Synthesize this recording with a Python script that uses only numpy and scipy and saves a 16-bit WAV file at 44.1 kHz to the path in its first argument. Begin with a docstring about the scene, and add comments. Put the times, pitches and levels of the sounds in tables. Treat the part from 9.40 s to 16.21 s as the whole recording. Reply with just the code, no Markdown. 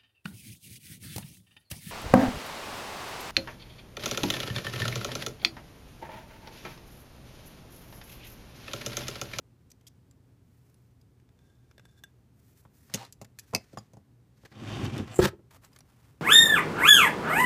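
"""A wooden bench in a quiet room, the microphone of a phone close to the work.
A craft blade nicks tape on a small metal plate, which rings under light taps and scrapes.
Tools clack down, their handles ringing over the thud of the bench. Then comes close handling
at the microphone: a stick-slip rub, a thin squeal, a bump, a short rasp and a faint crackle.
Low room rumble and a wavering drone lie underneath."""
import sys
import numpy as np
from scipy import signal
from scipy.fft import rfft, irfft
from scipy.io import wavfile

SR = 44100
rng = np.random.default_rng(int(sys.argv[2]) if len(sys.argv) > 2 else 0)


def store_pcm(level_fs):
    """Save levels as 16-bit WAV."""
    pcm = np.round(np.clip(level_fs, -1, 1) * 32767).astype(np.int16)
    wavfile.write(sys.argv[1], SR, np.atleast_2d(pcm).T)


N = 300321
TIME = np.arange(N) / SR
AGE = TIME[:SR // 2]  # seconds since a blow

# Spectra of a bright tick, its duller body, a hard crack and a wooden clack.
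# Each row: frequency in Hz, level in dB.
TICK_COLOUR = [(1500, -23), (2300, -7), (3200, -8), (5000, -0.5), (6800, -1), (9000, -9), (12500, -5.5),
               (15500, -14.5)]
BODY_COLOUR = [(250, 0.5), (500, -1), (900, -6), (1800, -1), (2800, -11), (5000, -12.5)]
CRACK_COLOUR = [(1000, -23), (2000, 0), (3500, -7), (5000, -0.5), (6500, 1.5), (8500, -5.5), (12000, -11),
                (15500, -11)]
CLACK_COLOUR = [(200, -13), (420, 0.5), (600, 2), (850, 1.5), (1300, -9), (1800, -19.5), (2800, -20)]
# Modes of a steel tool, and of what is bumped close to the microphone.
# Each row: frequency in Hz, level in dB, t60 in seconds.
STEEL_MODES = [(3250, -13, .04), (4860, 0, .042), (5130, -3, .038), (6140, -8, .03), (6850, -2, .034),
               (7120, -6, .036), (9930, -6, .038)]
BUMP_MODES = [(77, -12.5, .22), (123, -12, .17), (199, -9.5, .12), (310, -9, .045), (370, 0, .045),
              (516, -10, .05), (560, -12, .05), (856, -14, .032), (1357, -23, .04)]


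def undb(db):
    """Decibels to gain."""
    return 10 ** (np.asarray(db) / 20)


def unit(x):
    """Scale to rms 1."""
    return x / np.sqrt(np.mean(x ** 2))


def add(out, start_s, sound):
    """Mix a sound in at start_s."""
    start = int(start_s * SR)
    out[start:start + len(sound)] += sound[:N - start]


def colour(x, points):
    """Shape x by (Hz, dB) points, falling 30 dB an octave past their ends; rms 1."""
    hz, db = np.transpose(points)
    octave = np.log2(np.maximum(np.fft.rfftfreq(len(x), 1 / SR), 1))
    knots = np.log2(hz)
    outside = np.abs(octave - np.clip(octave, knots[0], knots[-1]))
    gain = undb(np.interp(octave, knots, db) - 30 * outside)
    return unit(irfft(rfft(x) * gain, len(x)))


def walk(rate):
    """Random wander through rate points a second, with a spread near 1."""
    return np.interp(TIME * rate, np.arange(8192), rng.standard_normal(8192))


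def decay(t60, hold=0):
    """Steady for hold seconds, then a fall of 60 dB in t60 seconds."""
    return np.exp(-np.log(1000) * np.maximum(AGE - hold, 0) / t60)


def ring(modes, scatter_db=1.5):
    """Damped modes after one blow; their weights change with the spot that is struck."""
    hz, db, t60 = np.transpose(modes)
    weights = undb(db + scatter_db * rng.standard_normal(len(hz))) * (-1) ** np.arange(len(hz))
    partials = (a * np.sin(2 * np.pi * f * AGE) * decay(t) for f, a, t in zip(hz, weights, t60))
    return sum(partials) / np.linalg.norm(weights)


def resonate(x, modes):
    """Drive a set of modes with x; rms 1."""
    return unit(signal.fftconvolve(x, ring(modes, scatter_db=0))[:N])


def burst(points, t60, rise=0.00067, hold=0):
    """A crowd of short-lived resonances, heard as a dying puff of noise."""
    return colour(rng.standard_normal(len(AGE)), points) * decay(t60, hold) * np.clip(AGE / rise, 0, 1)


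def friction(rate, spread_db, patchy_db):
    """Tiny stick-slip releases, about rate a second, uneven in size and coming in patches."""
    slips = (rng.random(N) < rate / SR) * rng.choice([-1, 1], N)
    size_db = spread_db * np.minimum(rng.exponential(size=N), 4)
    return unit(slips * undb(size_db + patchy_db * walk(90)))


def stroke(peak_s, db, rise_s, fall_s):
    """Gain of one hand movement: a bell that climbs 20 dB in rise_s and loses it again in fall_s."""
    away = (TIME - peak_s) / np.where(TIME < peak_s, rise_s, fall_s)
    return undb(db - 20 * np.minimum(away ** 2, 9))


def strokes(rows):
    """Gain of a series of hand movements."""
    return sum(stroke(*row) for row in rows)


def room_tone():
    """Room rumble with a low, wavering drone."""
    # Spectrum of the still room. Each row: frequency in Hz, level in dB.
    air_colour = [(25, -27.5), (59, -10), (119, -7), (200, -16), (274, -16), (310, -22), (389, -22),
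                  (582, -31), (1570, -39), (3260, -44.5), (15500, -51)]
    drone_hz = 120
    rumble = colour(rng.standard_normal(N), air_colour) * undb(-61.5 + 0.4 * walk(16))
    drone = undb(-64.5 + 1.7 * walk(7.1)) * np.sin(2 * np.pi * drone_hz * TIME)
    return rumble + drone


def room(x):
    """At close range the small room adds only a weak, duller tail; the low middle lingers longest."""
    tail = burst([(80, 11), (600, -1.5), (2500, -2), (15000, -13)], t60=0.15, rise=0.016)
    boom = burst([(200, -9.5), (400, 0.5), (600, -10), (1500, -16.5)], t60=0.4, rise=0.016)
    echo = undb(-22) * tail / np.linalg.norm(tail) + undb(-40) * boom / np.linalg.norm(boom)
    return x + signal.fftconvolve(x, echo)[:N]


def sliding():
    """Light sliding contact gives a faint, fine hiss; each stroke has its own brightness."""
    # Each row: peak time in seconds, level in dB, rise and fall in seconds, relative treble in dB.
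    slides = [(1.17, -81, .2, 0.51, 5), (3.1, -74.5, .2, 0.059, 6), (3.187, -71.5, 0.057, 0.091, 6.5),
              (3.4, -69.5, 0.092, 0.15, 5.5), (3.6, -57, 0.11, 0.11, -13.5), (4.1, -66, .14, 0.074, -1),
              (4.25, -66, .1, 0.3, -7.5), (5.02, -70, .1, 0.25, -7)]
    # Spectrum of the hiss. Each row: frequency in Hz, level in dB.
    hiss_colour = [(700, -8), (1800, 2.5), (3000, -4.5), (5800, -1.5), (9000, -5.5), (13000, -4),
                   (15500, -4.5)]
    hiss = colour(friction(rate=13000, spread_db=3.5, patchy_db=3), hiss_colour)
    dull = signal.sosfiltfilt(signal.butter(2, 7000, fs=SR, output="sos"), hiss)
    return sum(stroke(*shape) * (dull + undb(treble_db) * (hiss - dull)) for *shape, treble_db in slides)


def rustle():
    """The last soft strokes of handling crackle faintly."""
    # Each row: peak time in seconds, level in dB, rise and fall in seconds.
    rustles = [(6.113, -58.5, 0.0088, .04), (6.153, -57.5, 0.019, 0.035), (6.252, -58.5, 0.04, 0.041),
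               (6.365, -66.5, 0.098, 0.056), (6.63, -67, 0.28, .25)]
    # Spectrum of the rustle. Each row: frequency in Hz, level in dB.
    rustle_colour = [(290, -7), (500, -5), (997, -1), (1820, -6.5), (4020, -13.5), (15500, -16)]
    return strokes(rustles) * colour(friction(rate=12000, spread_db=5, patchy_db=3), rustle_colour)


def handle_clicks():
    """A hollow handle clicks as it is gripped."""
    # Each row: start in seconds, level in dB, relative level of the low modes in dB.
    clicks = [(3.7244, -38.5, -22), (3.988, -35, -0.5), (3.9948, -35.5, -12.5)]
    # Modes of the shell. Each row: frequency in Hz, level in dB, t60 in seconds.
    low_modes = [(1755, 0, .018), (2480, -6, .02), (4350, 0, .02)]
    high_modes = [(6050, -0.5, 0.014), (7300, -0.5, 0.025), (7900, -0.5, .02), (10220, -1, 0.023),
                  (12450, 3, 0.015)]
    out = np.zeros(N)
    for start, db, low_db in clicks:
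        shell = ring(high_modes) + undb(low_db) * ring(low_modes)
        contact = undb(-6.5) * burst(TICK_COLOUR, t60=0.04)
        add(out, start, undb(db - 2.5) * (shell + contact))
    return out


def steel_rattle():
    """A steel tool rocks and chatters as it settles."""
    # Each row: start in seconds, level in dB.
    rattles = [(4.137, -45), (4.3745, -42), (4.3815, -46), (4.3855, -35.5)]
    out = np.zeros(N)
    for start, db in rattles:
        chink = ring(STEEL_MODES, scatter_db=3) + undb(-9) * burst(TICK_COLOUR, t60=0.015)
        add(out, start, undb(db - 4) * chink)
    return out


def tool_skid():
    """A tool skids on the wood and judders, drawing a brief note."""
    # Each row: peak time in seconds, level in dB, rise and fall in seconds.
    skids = [(3.598, -48.5, 0.097, 0.089)]
    judders = [(3.606, -46.5, .008, .012), (3.622, -44.5, 0.013, 0.021)]
    # Spectrum of the skid. 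Each row: frequency in Hz, level in dB.
    skid_colour = [(300, -25), (900, -21.5), (1500, -25.5), (3220, -27.5), (4470, -28.5), (5400, -31.5),
                   (15000, -46.5)]
    # The judder's note. Each row: frequency in Hz, level in dB, t60 in seconds.
    judder_modes = [(792, 8.5, 0.082), (898, 9.5, 0.051), (1195, 4, .03)]
    slips = friction(rate=4800, spread_db=4, patchy_db=0)
    return strokes(skids) * colour(slips, skid_colour) + strokes(judders) * resonate(slips, judder_modes)


def blow(crack_db, thud_db, clack_db, ring_db, pitch=1, clack_pitch=1):
    """A hard contact cracks, the metal handle rings, and the bench answers with a clack and a thud."""
    # Each row: frequency in Hz, level in dB, t60 in seconds.
    bench_modes = [(122, 2, .17), (199, -1.5, .13), (242, -6, .09), (304, -6, .08), (422, -10, .078),
                   (535, -7, .09), (655, -11, .06), (812, -14, .07)]
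    handle_modes = [(2080, -6, .03), (2260, -4, .03), (2603, 0, .038), (4240, -6, .028), (4540, -3, .027),
                    (4848, 6, .019), (5160, -2, .022), (5820, -1, .02), (6150, -2, .02), (8570, -11, .02),
                    (12200, -4, .01)]
    # the first instant of contact is the brightest
    edge = undb(0.5) * burst(TICK_COLOUR, t60=0.0047, rise=0.00016)
    crack = edge + undb(-1.5) * burst(CRACK_COLOUR, t60=0.049)
    handle = ring(np.array(handle_modes) * [pitch, 1, 1])
    tool = undb(crack_db) * crack + undb(ring_db + 1.5) * handle
    # a higher-pitched clack dies away sooner
    clack = burst(np.array(CLACK_COLOUR) * [clack_pitch, 1], t60=0.058 / clack_pitch)
    # the heavy bench takes a few milliseconds to get moving
    thud = ring(bench_modes) * np.clip(AGE / 0.0039, 0, 1)
    return tool + undb(clack_db) * clack + undb(thud_db) * thud


def landing_snap():
    """The bright snap of a tool falling flat."""
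    # Each row: frequency in Hz, level in dB.
    snap_colour = [(2000, -13.5), (4800, 0), (7000, 0), (9000, -3.5), (12000, 0), (15500, -9)]
    return burst(snap_colour, t60=0.011, rise=0.0002)


def tool_knocks():
    """Light knocks on the bench are single blows; a dropped tool lands on end, falls flat and rebounds."""
    # Each row: start in seconds, crack, thud and clack in dB, pitch ratio of the clack.
    knocks = [(3.2513, -75, -55, -51, 1.17), (3.4982, -58, -50.5, -53, 1.8),
              (3.8145, -44, -39.5, -41.5, 0.91), (4.1288, -70, -52, -39, 0.73),
              (4.331, -60, -40.5, -50, 0.54), (4.373, -52, -35, -32.5, 1.25),
              (4.534, -58.5, -46, -54.5, 0.86), (4.569, -63, -44, -54.5, 0.84),
              (5.034, -71.5, -47.5, -56, 1.3)]
    # Each row: main blow in seconds; crack, thud, clack, ring and bright snap in dB;
    # lead of the first touch in seconds, its crack in dB; pitch ratio of the ring.
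    drops = [(3.5439, -27.5, -26.5, -40, -25, -28.5, 0.0052, -25, 1.36),
             (4.1485, -31, -26.5, -29.5, -14, -20, .0128, -46, 1)]
    light_ring_db, touch_bench_db = -9, -2.5
    rebound_s, rebound_tool_db, rebound_bench_db = 0.0116, -11.5, -9.5
    out = np.zeros(N)
    for start, crack, thud, clack, clack_pitch in knocks:
        add(out, start, blow(crack, thud, clack, crack + light_ring_db, clack_pitch=clack_pitch))
    for start, crack, thud, clack, ring_db, snap_db, lead_s, touch, pitch in drops:
        first = blow(touch, thud + touch_bench_db, clack + touch_bench_db, touch + light_ring_db, pitch)
        landing = blow(crack, thud, clack, ring_db, pitch) + undb(snap_db) * landing_snap()
        rebound = blow(crack + rebound_tool_db, thud + rebound_bench_db, clack + rebound_bench_db,
                       ring_db + rebound_tool_db, pitch)
        add(out, start - lead_s, first)
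        add(out, start, landing)
        add(out, start + rebound_s, rebound)
    return out


def close_rub():
    """A long rub at the microphone ends in short pushes: friction hisses and catches over a rumble."""
    # Each row: peak time in seconds, friction and rumble in dB, rise and fall in seconds.
    pushes = [(5.375, -43, -35, 0.25, 0.35), (5.428, -56, -34, 0.034, 0.035),
              (5.455, -51, -46.5, 0.02, 0.019), (5.592, -48.5, -32, 0.063, 0.055),
              (5.729, -51, -55.5, 0.058, 0.13)]
    # Spectra of friction and rumble. Each row: frequency in Hz, level in dB.
    rub_colour = [(240, -41.5), (400, -5.5), (760, -3), (942, -3.5), (1220, -7), (3110, -11), (3970, -19),
                  (5910, -20.5), (15500, -39)]
    rumble_colour = [(24, -43), (40, -12.5), (81, -13.5), (119, 3), (156, -11), (219, -6.5), (349, -12),
                     (650, -37.5)]
    # Resonances that the rub picks out. 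Each row: frequency and width in Hz, level in dB.
    resonances = [(823, 36, 4), (1047, 30, 3), (1440, 70, -16), (2330, 41, -4.5)]
    # Each row: peak time in seconds, level in dB, rise and fall in seconds.
    catches = [(5.32, -52, 0.17, .22), (5.4535, -41, 0.0071, 0.018), (5.539, -49.5, 0.007, 0.015),
               (5.583, -46, .005, 0.026), (5.714, -57.5, .008, 0.022)]
    # What the catches ring. Each row: frequency in Hz, level in dB, t60 in seconds.
    catch_modes = [(2680, 1, 0.014), (3120, 2, 0.013), (3400, -1.5, 0.015), (3643, -1.5, 0.025),
                   (4570, -3.5, 0.014), (5900, -2.5, 0.0053)]
    hand_contact_s = 5.115
    fine = friction(rate=5900, spread_db=2, patchy_db=0.9)
    grain = fine + undb(-6.5) * friction(rate=300, spread_db=4, patchy_db=1)
    body = resonate(grain, [(hz, db, np.log(1000) / (np.pi * width)) for hz, width, db in resonances])
    hiss = colour(grain, rub_colour) + undb(-11) * body
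    rub = hiss * sum(stroke(peak, db, rise, fall) for peak, db, _, rise, fall in pushes)
    judder = colour(friction(rate=2400, spread_db=1.5, patchy_db=2), rumble_colour)
    rumble = judder * sum(stroke(peak, db, rise, fall) for peak, _, db, rise, fall in pushes)
    grit = strokes(catches) * resonate(friction(rate=350, spread_db=0.5, patchy_db=2), catch_modes)
    return (rub + rumble + grit) * (TIME > hand_contact_s)


def squeal():
    """Friction close to the microphone squeals thinly, with two short chirps."""
    # Each row: peak time in seconds, level in dB, rise and fall in seconds.
    swells = [(5.775, -53, 0.07, .04)]
    # Each row: start in seconds, level in dB.
    chirps = [(5.757, -38.5), (5.784, -36)]
    # Spectrum of both. Each row: frequency in Hz, level in dB.
    squeal_colour = [(5000, -20.5), (6600, -7), (7400, 9.5), (8500, -3.5), (11000, -7.5), (15000, -14)]
    out = strokes(swells) * colour(friction(rate=8200, spread_db=0.5, patchy_db=3), squeal_colour)
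    for start, db in chirps:
        add(out, start, undb(db) * burst(squeal_colour, t60=0.085, rise=0.0016))
    return out


def rasp():
    """A short rasp of close handling; its slips keep shaking what was bumped."""
    # Each row: peak time in seconds, level in dB, rise and fall in seconds.
    rasps = [(5.808, -40, 0.023, 0.017), (5.846, -25, 0.04, 0.04), (5.882, -53, .03, 0.029)]
    shakes = [(5.838, -23, 0.053, 0.047)]
    # Spectrum of the rasp. Each row: frequency in Hz, level in dB.
    rasp_colour = [(260, -9), (450, 0.5), (1060, -5.5), (1730, -1), (2100, -10.5), (4090, -11.5),
                   (10900, -23), (15500, -22.5)]
    slips = friction(rate=9000, spread_db=3, patchy_db=3)
    return strokes(rasps) * colour(slips, rasp_colour) + strokes(shakes) * resonate(slips, BUMP_MODES)


def bump():
    """A soft bump close to the microphone and two small ones as it settles: low modes and a dull smack."""
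    # Each row: start in seconds, level in dB.
    bumps = [(5.7902, -4), (5.933, -36.5), (5.992, -46)]
    out = np.zeros(N)
    for start, db in bumps:
        thump = ring(BUMP_MODES, scatter_db=3) + undb(-15) * burst(CLACK_COLOUR, t60=0.054)
        add(out, start, undb(db) * thump)
    return out


def plate():
    """Taps and the dragging blade excite the same modes of the plate, which the bench damps."""
    # Each row: frequency in Hz, level in dB, t60 in seconds.
    plate_modes = [(1606, 0, 0.046), (1660, 1.5, 0.0076), (2830, -14.5, 0.04), (3520, -1.5, 0.04),
                   (5440, -9, 0.02), (5390, -12, 0.021), (5910, -13, 0.035), (6470, -12, 0.023),
                   (7700, -16, 0.053), (9260, -15.5, 0.047), (10470, -17, .028), (12000, -9, 0.023)]
    # Each row: start in seconds, level in dB, trim of the ring in dB.
    taps = [(1.799, -56, -18), (1.8902, -53.5, -19), (1.9897, -54, -13), (2.312, -44.5, -22),
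            (2.38, -39, -17), (2.3956, -41.5, -21), (2.453, -46, -7), (2.6371, -42.5, 5)]
    # Each row: peak time in seconds, level in dB, rise and fall in seconds.
    drags = [(2.04, -77.5, 0.086, 0.48), (2.48, -70.5, 0.062, 0.13), (2.589, -66.5, 0.049, .016)]
    # Spectrum of the scrape. Each row: frequency in Hz, level in dB.
    drag_colour = [(900, 2), (3000, -6), (5400, 1.5), (14500, -7)]
    scrape = colour(friction(rate=770, spread_db=3, patchy_db=3), drag_colour)
    out = strokes(drags) * (undb(-2.5) * resonate(scrape, plate_modes) + undb(-9.5) * scrape)
    for start, db, ring_db in taps:
        click = undb(-17) * burst(CRACK_COLOUR, t60=0.013, rise=0.00046)
        body = undb(-7.5) * burst(BODY_COLOUR, t60=0.02)
        add(out, start, undb(db) * (click + body + undb(ring_db + 5.5) * ring(plate_modes)))
    return out


def ticks():
    """Small bright snaps, blade nicks at first and later clicks of handling: crack, tone, ring, body."""
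    # Each row: start in seconds, level in dB, trim of the body in dB, hold in seconds, pitch in Hz.
    snaps = [(0.302, -49.5, -27, 0.0077, 7700), (0.316, -38.5, -32, 0.0023, 5900),
             (0.41, -58.5, -5, 0.0035, 3180), (0.4676, -41.5, -35, 0.016, 3230),
             (0.711, -46, -15, 0.00037, 7570), (1.343, -49.5, -27, 0, 10700),
             (1.6132, -55.5, -28, 0.0036, 4900), (3.6505, -35, -15, 0, 4050),
             (3.8457, -43.5, -5, 0.0051, 7130), (5.0502, -48, 5, 0.012, 1790),
             (5.117, -61.5, 14.5, 0.011, 1770), (5.441, -39.5, -26, 0.017, 2800),
             (5.5795, -28, -14.5, 0.00065, 3500), (5.672, -53.5, 9.5, 0.012, 1800),
             (6.2471, -42.5, -22, 0.0034, 7750), (6.3315, -45, -16, 0, 4970),
             (6.3611, -41.5, -2, 0.0025, 1470), (6.3882, -38.5, -10, 0, 10550),
             (6.4058, -42.5, -5, 0.0011, 5770)]
    crack_t60, tone_t60 = 0.015, 0.022  # seconds
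    out = np.zeros(N)
    for start, db, body_db, hold_s, hz in snaps:
        # the steely ring shifts a little in pitch from snap to snap
        detune = 1 + 0.025 * rng.standard_normal()
        steel = undb(-17) * ring(np.array(STEEL_MODES) * [detune, 1, 1], scatter_db=3)
        tone = undb(2.5) * np.sin(2 * np.pi * hz * AGE) * decay(tone_t60 + hold_s)
        crack = burst(TICK_COLOUR, crack_t60, hold=hold_s)
        snap = undb(-12.5) * (crack + steel + tone)
        body = undb(body_db - 8.5) * burst(BODY_COLOUR, 2.1 * crack_t60, hold=hold_s)
        add(out, start, undb(db) * (snap + body))
    return out


def scene():
    """All the handwork at the bench, in mono, over the room tone."""
    fine_work = ticks() + plate()
    tools = tool_knocks() + tool_skid() + handle_clicks() + steel_rattle()
    handling = sliding() + close_rub() + squeal() + rasp() + rustle() + bump()
    return (room(fine_work + tools + handling) + room_tone())[None]


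def record(dry):
    """The phone thins the deep bass and cuts the top."""
    bass_hz, top_hz = 42, 15300
    thin = signal.sosfilt(signal.butter(3, bass_hz, "high", fs=SR, output="sos"), dry)
    return signal.sosfilt(signal.ellip(10, 0.2, 70, top_hz, fs=SR, output="sos"), thin)


dry = scene()
out = record(dry)
store_pcm(out)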